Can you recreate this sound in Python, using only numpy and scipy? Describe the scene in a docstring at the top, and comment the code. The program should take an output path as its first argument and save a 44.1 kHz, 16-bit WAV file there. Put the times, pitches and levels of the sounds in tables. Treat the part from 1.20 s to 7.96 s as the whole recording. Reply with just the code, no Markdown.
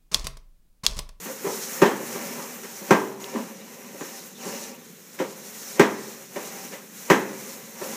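"""A wire steam brush scrubs the hot grate of a gas grill, outdoors and close by. From the first stroke the
bristles scrape the bars with a high swish and water hisses into steam, all rising with the brush's speed.
At 0.6 and 1.7 s, among lighter knocks, its head bangs the far end of the grate and the steel firebox and
hood ring in their natural modes. At 2 s grease spits once; from then to 3.6 s single wires squeak by
stick-slip friction. Two more bangs come at 4.6 and 5.9 s. The burners murmur below throughout."""
import sys
import numpy as np
from scipy import signal
from scipy.fft import rfft, irfft, next_fast_len
from scipy.io import wavfile

SR = 44100
rng = np.random.default_rng(int(sys.argv[2]) if len(sys.argv) > 2 else 0)


def unload_audio(sound):
    """Save the sound as a 16-bit wav file, at the path given as the first command line argument."""
    columns = np.transpose(np.atleast_2d(sound))
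    # keep every value between -1 and 1, then stretch to whole-number steps
    steps = np.round(np.clip(columns, -1, 1) * 32767)
    wavfile.write(sys.argv[1], SR, steps.astype(np.int16))


N = 298116
TIME = np.arange(N) / SR


# Blows of the brush head. Each row: start in seconds, relative level in dB, treble gain in dB,
# rise time in seconds, frequency the struck spot favours in Hz, its boost in dB.
BLOWS = [(.057, -28.5, 5.5, 0.0025, 263, 11), (.082, -37, -16, 0.007, 525, 27),
         (.240, -18.5, -3.5, 0.017, 432, 13), (.263, -22, -8, 0.0025, 1010, 3),
         (.617, -3, -2, 0.0032, 416, 3), (.654, -23, 5.5, 0.0022, 219, 10),
         (.944, -20.5, -1, 0.017, 950, -6), (1.176, -24, -3, 0.02, 1060, 10.5),
         (1.429, -34.5, 11.5, 0.012, 457, 6.5), (1.612, -30, -13, .003, 1100, -6),
         (1.707, -2, -3, 0.0011, 1000, 2), (2.144, -16, -5, 0.017, 234, 13),
         (2.741, -37, -12, 0.0041, 550, 13), (2.808, -26, -2.5, 0.0011, 1680, 5.5),
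         (3.250, -23, -9, 0.0084, 437, 4), (3.988, -32.5, 14.5, 0.0033, 600, -12),
         (3.999, -18, -6, .0025, 510, 11.5), (4.595, -2.5, -.5, 0.0012, 1990, 4.5),
         (5.158, -24, 3.5, 0.003, 605, 9), (5.519, -29.5, 10.5, 0.012, 527, 14),
         (5.9, -2.5, 0.5, 0.0013, 1840, 4), (6.613, -26, -4, 0.0021, 550, 10.5)]
# Short, strong modes of grate and firebox. Each row: frequency in Hz, relative level in dB, T60 in seconds.
GRATE_RESONANCES = [(168, -24, .12), (190, -13, .13), (238, -18, .16), (320, -16, .17), (350, -15, .15),
                    (379, -13, .16), (408, -11, .17), (522, -21, .15), (551, -20, .17), (590, -23, .18),
                    (780, -24, .2), (830, -26, .2), (938, -20, .17), (965, -22, .17), (1003, -21, .18),
                    (1069, -25, .2), (1148, -26, .2), (1182, -29, .2), (1355, -29, .2), (1591, -25, .3),
                    (1759, -26, .22), (1820, -25, .2), (1858, -24, .2), (2010, -28, .2), (2055, -28, .2),
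                    (2191, -31, .2), (2320, -32, .2), (2486, -31, .2), (2885, -33, .15), (2950, -33, .15)]
# Long, faint modes of the open hood. Each row: frequency in Hz, relative level in dB, T60 in seconds.
HOOD_RESONANCES = [(135, -41, 1.6), (195, -32, .9), (211, -31, .8), (250, -32, .5), (330, -35, .5),
                   (388, -31, 1.1), (434, -34, .7), (527, -35, 1.0), (640, -38, .6), (870, -39, .6),
                   (1010, -38, .6), (1620, -37, .5)]
# Fast decay of the sheet steel. Each row: frequency in Hz, T60 in seconds.
SHEET_DECAY = [(40, .15), (150, 0.33), (400, 0.17), (1000, 0.31), (2000, 0.17), (4000, 0.27), (15000, 0.19)]
# Lingering ring of the sheet steel. Each row: frequency in Hz, level in dB relative to the fast decay.
SHEET_TAIL = [(60, -36), (130, -51), (250, -9.5), (500, -9), (1000, -11.5), (2000, -11), (4000, -25),
              (15000, -17)]

def knocks(crack_hz=1500, crack_db=7, crack_t60=0.016, tail_t60=0.77, travel_s=0.00187,
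           modes_db=2, sheet_db=-11, uneven_db=3.0):
    """Modal superposition: each impact excites damped modes, the strong ones as tones, the rest as noise."""
    out, t = np.zeros(N), TIME[:SR]
    centres, bands = sheet_bands()
    hz, mode_db, t60 = np.transpose(GRATE_RESONANCES + HOOD_RESONANCES)[:, :, None]
    crack = from_db(crack_db) * fade(t, crack_t60) * centres / (centres + crack_hz)
    tail = from_db(at_hz(SHEET_TAIL, centres)) * fade(t, tail_t60)
    sheet_envelope = crack + fade(t, at_hz(SHEET_DECAY, centres)) + tail
    # a blow reaches each part of the box a moment later
    since = np.maximum(t - travel_s * rng.random(hz.shape), 0)
    rings = np.sin(2 * np.pi * hz * since) * fade(since, t60)
    for start_s, level_db, treble_db, rise_s, favoured_hz, boost_db in BLOWS:
        start = int(start_s * SR)
        size = min(SR, N - start)
        mode_gains = from_db(modes_db + mode_db + uneven_db * rng.standard_normal(hz.shape))
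        mode_gains *= contact(hz, treble_db, favoured_hz, boost_db)
        body = mode_gains[:, 0] @ rings[:, :size]
        band_gains = from_db(sheet_db) * contact(centres[:, 0], treble_db, favoured_hz, boost_db)
        clash = band_gains @ (sheet_envelope[:, :size] * bands[:, start:start + size])
        attack = 1 - np.exp(-t[:size] / rise_s)
        out[start:start + size] += from_db(level_db) * attack * (body + clash)
    return out


def contact(hz, treble_db, favoured_hz, boost_db, corner_hz=1400, spread_octaves=0.18):
    """Impact excitation: a harder contact adds treble, and each spot on the grate favours its own modes."""
    treble = hz ** 4 / (hz ** 4 + corner_hz ** 4)
    favoured = np.exp(-(np.log2(hz / favoured_hz) / spread_octaves) ** 2)
    return from_db(treble_db * treble + boost_db * favoured)


# The crowd of weak sheet-steel modes. Each row: frequency in Hz, relative spectral density in dB.
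SHEET_SPECTRUM = [(40, -34), (90, -44), (150, -6), (250, 3.5), (420, 2.5), (680, -8.5), (950, -1.5),
                  (1300, -8), (1900, -8), (2600, -11), (3400, -16), (4800, -24.5), (6200, -14.5),
                  (9000, -30), (15000, -28)]

def sheet_bands():
    """Modal overlap: dense modes act as noise. Gives centres and third-octave bands that sum to rms 1."""
    edges = 30 * 2 ** (np.arange(28) / 3 + 1 / 10)
    centres = np.sqrt(edges[1:] * edges[:-1])
    white = rng.standard_normal((2, N))
    bands = []
    for k, hz in enumerate(centres):
        bandpass = signal.butter(2, edges[k:k + 2], "band", fs=SR, output="sos")
        bands.append(from_db(at_hz(SHEET_SPECTRUM, hz)) * signal.sosfilt(bandpass, white[k % 2]))
    return centres[:, None], np.array(bands) / np.std(np.sum(bands, axis=0))


# Sweeps of the brush along the bars. Each row: start, fastest moment and stop in seconds,
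# then relative levels of scrape, swish and steam at full speed in dB.
SWEEPS = [(-.18, 0.107, 0.32, -46, -44.5, -44), (.15, 0.408, 0.79, -44.5, -38, -38),
          (0.638, 0.963, 1.54, -36.5, -41.5, -41.5), (1.304, 1.638, 1.97, -47, -43.5, -44.5),
          (1.992, 2.014, 2.46, -39, -45, -49.5), (2.24, 2.57, 2.87, -44, -51.5, -55),
          (2.702, 2.89, 3.195, -45.5, -44, -47.5), (3.144, 3.313, 3.58, -36.5, -38, -47),
          (3.45, 3.552, 3.67, -45.5, -66, -71), (3.776, 4.287, 4.32, -51.5, -48, -51),
          (4.215, 4.544, 4.62, -48.5, -41, -42), (4.586, 4.834, 5.146, -45, -45, -49.5),
          (5.078, 5.266, 5.69, -39.5, -42.5, -45), (5.64, 5.925, 6.1, -64, -45.5, -46),
          (5.936, 6.246, 6.6, -44, -45, -46), (6.473, 6.751, 7.2, -37.5, -40.5, -42)]

def brushing():
    """Common excitation: one motion, the speed of the brush, drives scrape, swish and steam together."""
    *_, scrape_db, swish_db, steam_db = np.transpose(SWEEPS)
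    return (scrape(stroke_level(scrape_db, exponent=1.17, rest_db=-62.5))
            + swish(stroke_level(swish_db, exponent=1.07, rest_db=-55))
            + steam(stroke_level(steam_db, exponent=0.94, rest_db=-54)))


def stroke_level(peaks_db, exponent, rest_db):
    """Power law: amplitude grows as a power of speed, a sine arch in each stroke. Gives dB over time."""
    power = from_db(rest_db) ** 2
    for (start_s, fastest_s, stop_s, *_), peak_db in zip(SWEEPS, peaks_db):
        speed = np.sin(np.pi / 2 * np.interp(TIME, [start_s, fastest_s, stop_s], [0, 1, 0]))
        power = power + (from_db(peak_db) * speed ** exponent) ** 2
    return 10 * np.log10(power)


# The scrape as the grate radiates it. Each row: frequency in Hz, relative spectral density in dB.
SCRAPE_SPECTRUM = [(80, 16.5), (150, -9), (220, 10.5), (310, -4), (500, 8.5), (690, -0.5), (780, 1),
                   (1400, -7), (1700, -6), (2700, -3.5), (3300, -16), (4400, -21), (6000, -37),
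                   (15000, -41)]

def scrape(level_db, gain_db=1.5, slips_per_s=3000, ring_db=6, ring_width_hz=16):
    """Friction noise: wire tips catch and slip on crusted bars, driving grate modes of varying strength."""
    clicks = grains(slips_per_s, spread_db=2.5)
    judder = from_db(0.8 * drift(45))
    slips = colour(clicks * judder, SCRAPE_SPECTRUM)
    ringing = sum(resonate(slips, hz, ring_width_hz) * (-1) ** k * from_db(2.2 * drift(9))
                  for k, (hz, _, _) in enumerate(GRATE_RESONANCES))
    return (from_db(gain_db + level_db) + crush()) * rms_one(slips + from_db(ring_db) * ringing)


def crush(lead_db=-27, build_s=0.018):
    """Friction grows with load: bristles crushed on the rail swell the scrape just before each knock."""
    hits = np.zeros(N)
    for start_s, level_db, *_ in BLOWS:
        hits[int(start_s * SR)] = from_db(level_db + lead_db)
    # a decay run backwards in time builds up to each hit
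    return signal.lfilter([1], [1, -np.exp(-1 / (build_s * SR))], hits[::-1] + 1e-18)[::-1]


# Spectral peaks of the swish. Each row: frequency in Hz, bandwidth in Hz, relative level in dB.
SWISH_RESONANCES = [(3970, 420, -5), (4420, 99, -6), (5340, 200, 2), (5850, 184, 4.5), (6290, 110, 3),
                    (6100, 3700, -3), (6440, 92, -22.5), (6830, 170, 0.5), (7370, 100, -2),
                    (8150, 350, -19)]

def swish(level_db, gain_db=-0.5, clicks_per_s=4000, spread_db=3.0, flutter_db=2.0):
    """Resonant filtering: a high, hissing swish with fixed narrow peaks, rising with each brush stroke."""
    hiss = sum(from_db(db + flutter_db * drift(30)) * resonate(grains(clicks_per_s, spread_db), hz, width)
               for hz, width, db in SWISH_RESONANCES)
    return from_db(gain_db + level_db) * rms_one(hiss)


# Water flashing to steam. Each row: frequency in Hz, relative spectral density in dB.
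STEAM_SPECTRUM = [(500, -2), (2000, 2.5), (3300, -6), (4700, -16), (6500, 4), (9000, -3), (11000, -1.5),
                  (13500, 1.5), (15500, 0.5)]

def steam(level_db, gain_db=4, bursts_per_s=20000, spread_db=1.5, sputter_db=1.36):
    """Flash boiling: countless droplets burst on the hot bars and merge into a bright hiss."""
    envelope = from_db(gain_db + level_db + sputter_db * drift(40))
    return envelope * colour(grains(bursts_per_s, spread_db), STEAM_SPECTRUM)


# Single wires squeaking on a bar. Each row: start and length in seconds, first and last pitch in Hz,
# nominal level in dB.
WIRE_SQUEAKS = [(2.008, .03, 6850, 6550, -42), (2.078, .045, 6450, 6400, -44),
                (2.402, .025, 3600, 4000, -52), (2.78, .07, 7000, 6600, -44), (3.145, .05, 3500, 3800, -53),
                (3.19, .05, 3200, 2550, -50), (3.52, .06, 2500, 2900, -56)]

def squeaks():
    """Stick-slip oscillation: a wire grips and slides unevenly at its own pitch, gliding as it bends."""
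    out = np.zeros(N)
    pitch_jitter = 1 + 0.03 * drift(900)
    grip = from_db(3 * drift(300))
    for start_s, length_s, from_hz, to_hz, db in WIRE_SQUEAKS:
        start, size = int(start_s * SR), int(length_s * SR)
        span = slice(start, start + size)
        phase = 2 * np.pi * np.cumsum(np.linspace(from_hz, to_hz, size) * pitch_jitter[span]) / SR
        arch = np.sin(np.linspace(0, np.pi, size))
        out[span] += from_db(db) * grip[span] * arch * np.sin(phase)
    return out


# Spitting grease. Each row: start in seconds, peak level in dB.
GREASE_POPS = [(2.043, -21.5)]

def grease_pop(hz=3200, width_hz=2000):
    """Impulse response: a drop of grease spits with one dry, heavily damped tick."""
    clicks = np.zeros(N)
    for start_s, db in GREASE_POPS:
        clicks[int(start_s * SR)] = from_db(db)
    tick = resonate(resonate(clicks, hz, width_hz), hz, width_hz)
    return tick * clicks.max() / np.abs(tick).max()


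# Gas flames. Each row: frequency in Hz, relative spectral density in dB.
FLAME_SPECTRUM = [(30, -36), (80, 23), (130, -1), (200, 9.5), (310, -2.5), (430, 2), (560, -4), (720, -39),
                  (1500, -18), (4000, -14), (12000, -59)]

def burner(level_db=-44, flicker_db=1.2):
    """Combustion noise: flickering gas flames murmur in the firebox."""
    return from_db(level_db + flicker_db * drift(12)) * colour(rng.standard_normal(N), FLAME_SPECTRUM)


def from_db(db):
    """Decibels to amplitude gain."""
    return 10 ** (np.asarray(db) / 20)


def rms_one(x):
    """Normalisation to rms 1."""
    return x / np.sqrt(np.mean(x ** 2) + 1e-20)


def at_hz(points, hz):
    """Interpolation of a (Hz, value) table on a log-frequency axis."""
    freqs, values = np.transpose(points)
    return np.interp(np.log(hz), np.log(freqs), values)


def drift(knots_per_s):
    """Random modulation: a wander of rms 1 through random knots."""
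    knots = rng.standard_normal(4096)
    return rms_one(np.interp(TIME * knots_per_s, np.arange(len(knots)), knots))


def fade(t, t60):
    """Exponential decay, 60 dB down after t60."""
    return np.exp(-np.log(1000) * t / t60)


def colour(x, spectrum):
    """Spectral shaping of a steady sound, scaled to rms 1."""
    size = next_fast_len(N)
    hz = np.maximum(np.fft.rfftfreq(size, 1 / SR), 1)
    return rms_one(irfft(rfft(x, size) * from_db(at_hz(spectrum, hz)), size)[:N])


def resonate(x, hz, width_hz):
    """Two-pole resonance with gain 1 at its peak."""
    r = np.exp(-np.pi * width_hz / SR)
    feedback = [1, -2 * r * np.cos(2 * np.pi * hz / SR), r * r]
    return signal.lfilter(np.array([1, 0, -1]) * (1 - r * r) / 2, feedback, x + 1e-18)


def grains(per_s, spread_db):
    """Shot noise: random clicks of uneven size and sign."""
    clicks = (rng.random(N) < per_s / SR) * rng.choice([-1, 1], N)
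    return clicks * from_db(spread_db * np.minimum(rng.exponential(1, N), 4))


def scene():
    """Superposition: all sources add at one microphone, the same in both channels."""
    mix = brushing() + knocks() + squeaks() + burner() + grease_pop()
    return np.array([mix, mix])


def record(dry, low_cut_hz=141, high_cut_hz=15350):
    """Band limiting and saturation: the microphone sheds bass, rounds the loudest bangs, cuts the top."""
    thin = signal.sosfilt(signal.butter(8, low_cut_hz, "high", fs=SR, output="sos"), dry)
    rounded = thin / (1 + thin ** 4) ** (1 / 4)
    return signal.sosfilt(signal.ellip(12, .1, 80, high_cut_hz, fs=SR, output="sos"), rounded)


dry = scene()
out = record(dry)
unload_audio(out)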